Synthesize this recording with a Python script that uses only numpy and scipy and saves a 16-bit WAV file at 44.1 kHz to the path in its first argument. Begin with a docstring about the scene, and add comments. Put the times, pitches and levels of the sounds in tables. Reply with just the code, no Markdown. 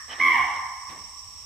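"""A soft rustle, a thin squeak and a faint hollow ring lead into a spotted deer's shrill alarm bark.
The bark is a harmonic tone that arches in pitch, modulated by a flutter of the throat, then drops and
turns hoarse. Reflections from the trees around the clearing prolong it for a second.
Insects buzz steadily over a faint outdoor rumble; a few more rustles and a dry crunch pass."""
import sys
import numpy as np
from scipy import signal
from scipy.fft import rfft, irfft
from scipy.io import wavfile
from scipy.ndimage import uniform_filter1d

SR = 44100
rng = np.random.default_rng(int(sys.argv[2]) if len(sys.argv) > 2 else 0)


def unload_audio(sound):
    """Save the sound as a 16-bit wav file, at the path given as the first command line argument."""
    columns = np.transpose(np.atleast_2d(sound))
    # keep every value between -1 and 1, then stretch to whole-number steps
    steps = np.round(np.clip(columns, -1, 1) * 32767)
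    wavfile.write(sys.argv[1], SR, steps.astype(np.int16))


N = 63945


def bark(t):
    """Source and filter: throat resonances weight four harmonics, modulated in amplitude and frequency."""
    # course of the call: t/s, f/Hz, level/dB, hoarseness (scales jitter and shimmer)
    contour = [(0.197, 987.4, -3.5, .05), (0.215, 1069, 2, 0), (0.233, 1069, -2, 0.01),
               (0.271, 1057, 2, 0.01), (0.299, 1024, -2.5, 0), (0.33, 978, -7.5, 0.14),
               (0.353, 903.2, -3, 0.83), (0.386, 776.6, -6.5, -0.5), (0.42, 684, -14, 0.6)]
    # resonance curve of the throat: f/Hz, level/dB
    throat = [(620, -10.5), (950, -5.5), (1140, -2.5), (1260, -10.5), (1550, -19), (1850, -2), (2080, -1),
              (2290, -0.5), (2480, -27), (2800, -15), (3070, -22.5), (3300, -27.5), (4400, -48)]
    # spectrum of the rasp: f/Hz, level/dB
    rasp_spectrum = [(60, -36), (190, -3.5), (330, -2.5), (500, -11.5), (900, 4), (1400, -5), (1900, 9.5),
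                     (2550, -3.5), (3100, -9), (3900, -12), (7000, -30), (14000, -26.5)]
    attack_s, release_s, swell_s = 0.001, 0.013, 0.02
    flutter_hz, flutter_depth, swing_hz = 83.54, 0.55, 62.1
    when, *columns = np.array(contour).T
    pitch, db, hoarse = (np.interp(t, when, column) for column in columns)
    gate = np.clip((t - when[0]) / attack_s, 0, 1) * np.clip(1 - (t - when[-1]) / release_s, 0, 1)
    cycles = np.cumsum(flutter_hz * (1 + 0.028 * walk(78.74)) * (t > when[0])) / SR
    flutter = -np.cos(2 * np.pi * cycles)
    shimmer = undb(5 * hoarse * walk(250))
    opening = np.maximum(1 + flutter_depth * flutter, 0) * shimmer
    jitter = 0.0803 * hoarse * walk(350)
    phase = 2 * np.pi * np.cumsum(pitch * (1 + jitter) + swing_hz * flutter) / SR
    fundamental = (1 - np.exp(-np.maximum(t - when[0], 0) / swell_s)) * np.sin(phase)
    overtones = sum(np.sin(k * phase) for k in range(2, 5))
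    tone = colour((fundamental + overtones) * opening, throat)
    rasp = undb(-21) * unit(colour(rng.standard_normal(N), rasp_spectrum)) * opening
    pulses = np.diff(np.floor(cycles), prepend=0)  # one per flutter cycle
    burr = undb(-28) * unit(resonance(pulses, hz=292.7, width_hz=96))
    return undb(db - 18) * gate * (tone + rasp + burr)


def forest(call, t):
    """Reverberation: scattering by trunks adds echoes and an exponential tail, longest in the middle."""
    # reverberant bands: f/Hz, reverberation time T60/s, level/dB
    bands = [(324, .6, -20), (694, 1.24, 3), (1130, 1.85, 3.5), (1500, 1.4, 2), (2250, 1.26, -5),
             (3300, 0.87, 5.5), (12000, 0.54, 7)]
    # echoes off nearby trunks and the forest edge: delay t/s, level/dB
    echoes = [(0.017, -5.5), (0.063, -9), (0.141, -8.5), (0.26, -21.5)]
    build_s, smear_s, width = 0.0068, 0.012, 0.56
    hz, t60, db = np.array(bands).T
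    scatter, response = wide_noise(width), 0
    for k, share in enumerate(np.eye(len(hz))):
        fade = (1 - np.exp(-t / build_s)) * np.exp(-np.log(1000) * t / t60[k])
        band = shape(scatter, lambda f: np.interp(np.log(f), np.log(hz), share))
        response += undb(db[k]) * band * fade / np.linalg.norm(fade)
    for delay, echo_db in echoes:
        fade = (t > delay) * np.exp(-np.abs(t - delay) / smear_s)
        response += undb(echo_db) * wide_noise(width) * fade / np.linalg.norm(fade)
    return signal.fftconvolve(call[None], response, axes=1)[:, :N] * pan(db=-2.5)


def rustles(t):
    """Amplitude-modulated noise makes grainy swishes; spectral tilt sets each one crisp or dull."""
    # swishes: onset t/s, attack/s, hold/s, decay/s, level/dB, tilt/(dB per octave)
    swishes = [(0.068, 0.048, 0.029, 0.027, -43.5, 1.5), (0.175, 0.013, 0.014, 0.037, -42.5, 0),
               (0.345, 0.069, .02, 0.018, -71, -13), (0.528, 0.014, 0.041, 0.015, -45, 0.5),
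               (0.884, 0.013, 0.014, .025, -48, 0.5), (0.896, 0.011, 0.064, 0.053, -53, -4.5)]
    # their spectrum before tilting: f/Hz, level/dB
    spectrum = [(30, -56), (75, -0.5), (130, -5), (220, 3.5), (400, 2), (800, 7), (1450, -0.5), (1900, 7),
                (2550, 0), (3700, -4), (8000, -35.5), (14000, -46)]
    hz = np.array(spectrum)[:, 0]
    out = 0
    for start, attack, hold, decay, db, tilt in swishes:
        swish = unit(colour(wide_noise(0.27), spectrum))
        swish = colour(swish, np.column_stack([hz, tilt * np.log2(hz / 1000)]))
        out += swish * envelope(t, start, attack, hold, decay) * undb(db + 1.8 * walk(200))
    return out * pan(db=-3.5)


def crunch(t):
    """A broadband transient with exponential decay sounds dry, like a crushed leaf."""
    # spectrum: f/Hz, level/dB
    spectrum = [(500, -14), (2400, -2), (3900, 0), (5500, -5), (10000, -15), (14000, -12)]
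    fade = envelope(t, start_s=0.888, attack_s=0.012, hold_s=0, decay_s=0.025)
    return unit(colour(wide_noise(1.0), spectrum)) * fade * undb(-50 + 2 * walk(500))


def squeak(t):
    """Noise confined to a narrow band takes on a pitch: a brief, thin whistle."""
    peak_s, half_length_s = 0.117, 0.021
    swell = np.exp(-((t - peak_s) / half_length_s) ** 4)
    whistle = unit(resonance(wide_noise(0.27), hz=3060, width_hz=230))
    return undb(-40) * swell * whistle * pan(db=-6)


def hollow_ring(t):
    """Two noise-driven resonances sound faintly ahead of the bark and fade beneath it."""
    # resonances: f/Hz, bandwidth/Hz, level/dB
    bands = [(1138, 190, -51.5), (1834, 270, -49)]
    # their common envelope: t/s, level/dB
    levels = [(0, 6), (.07, -3.5), (.11, 5.5), (.14, 7), (.19, 6.5), (.32, -40)]
    ring = sum(undb(db) * unit(resonance(wide_noise(0.85), hz, width)) for hz, width, db in bands)
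    return ring * undb(np.interp(t, *np.array(levels).T)) * pan(db=-0.5)


def insects():
    """Incoherent addition: insect choruses merge into two flickering noise bands, one to each side."""
    # choruses: f/Hz, bandwidth/Hz, level/dB, left minus right/dB, flicker/dB
    choruses = [(5547, 435, -44.5, -6, 1), (7940, 710, -58.5, 15.5, 0.8)]
    out = 0
    for hz, width, db, side, flicker in choruses:
        buzz = unit(resonance(wide_noise(0.98), hz, width))
        out += buzz * undb(db + flicker * walk(130)) * pan(side)
    return out


def air():
    """Ambient noise has a continuous spectrum: a gently wavering rumble under a thin, diffuse hiss."""
    # relative spectral density of the outdoor air: f/Hz, level/dB
    spectrum = [(25, -14), (50, -3.5), (82, 2.5), (125, -12), (250, -20.5), (500, -24), (1100, -13.5),
                (1500, -29.5), (2000, -17.5), (3300, -18), (4300, -21), (9000, -17), (10300, -64.5)]
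    rumble = unit(colour(wide_noise(0.77), spectrum)) * undb(-52 + 0.7 * walk(9.2))
    hiss = undb(-67.5) * unit(resonance(wide_noise(0.6), hz=13400, width_hz=2600))
    return rumble * pan(db=-3.5) + hiss


def envelope(t, start_s, attack_s, hold_s, decay_s):
    """Linear rise, plateau and exponential decay."""
    rise = np.clip((t - start_s) / attack_s, 0, 1)
    return rise * np.exp(-np.maximum(t - start_s - attack_s - hold_s, 0) / decay_s)


def undb(db):
    """Amplitude ratio of a level in decibels."""
    return 10 ** (np.asarray(db) / 20)


def unit(x):
    """Normalisation to rms 1."""
    return x / np.sqrt(np.mean(x ** 2))


def shape(x, gain_at):
    """Zero-phase filtering: the spectrum is multiplied by a gain that depends on frequency."""
    size = 2 * x.shape[-1]
    hz = np.maximum(np.fft.rfftfreq(size, 1 / SR), 1)
    return irfft(rfft(x, size) * gain_at(hz))[..., :size // 2]


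def colour(x, points):
    """Spectral weighting through (f/Hz, level/dB) points, interpolated in log frequency."""
    hz, db = np.array(points).T
    return shape(x, lambda f: undb(np.interp(np.log(f), np.log(hz), db)))


def resonance(x, hz, width_hz):
    """Band-pass with the squared magnitude response of a damped oscillator."""
    return shape(x, lambda f: 1 / (1 + ((f * f - hz * hz) / (f * width_hz)) ** 2))


def walk(rate_hz):
    """Smooth random fluctuation with a standard deviation near 1."""
    hold = max(int(SR / rate_hz), 1)
    steps = rng.standard_normal(N)[np.arange(N) // hold]
    return 1.3 * uniform_filter1d(uniform_filter1d(steps, hold), hold)


def pan(db):
    """Channel gains for a level difference, left minus right."""
    return undb(np.array([[db], [-db]]) / 2)


def wide_noise(width):
    """Partly correlated stereo noise; width is the amplitude ratio of side to mid."""
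    mid, side = rng.standard_normal((2, N))
    return np.array([mid + width * side, mid - width * side]) / np.hypot(1, width)


def scene():
    """Superposition of the direct bark, its reverberation and the sounds of the clearing."""
    t = np.arange(N) / SR
    call = bark(t)
    deer = call * pan(db=-3.5) + forest(call, t)
    return deer + insects() + rustles(t) + crunch(t) + squeak(t) + hollow_ring(t) + air()


def record(dry):
    """Band limiting: a steep elliptic low-pass removes the highest treble."""
    cutoff_hz = 15050
    return signal.sosfilt(signal.ellip(10, .1, 80, cutoff_hz, fs=SR, output="sos"), dry)


dry = scene()
out = record(dry)
unload_audio(out)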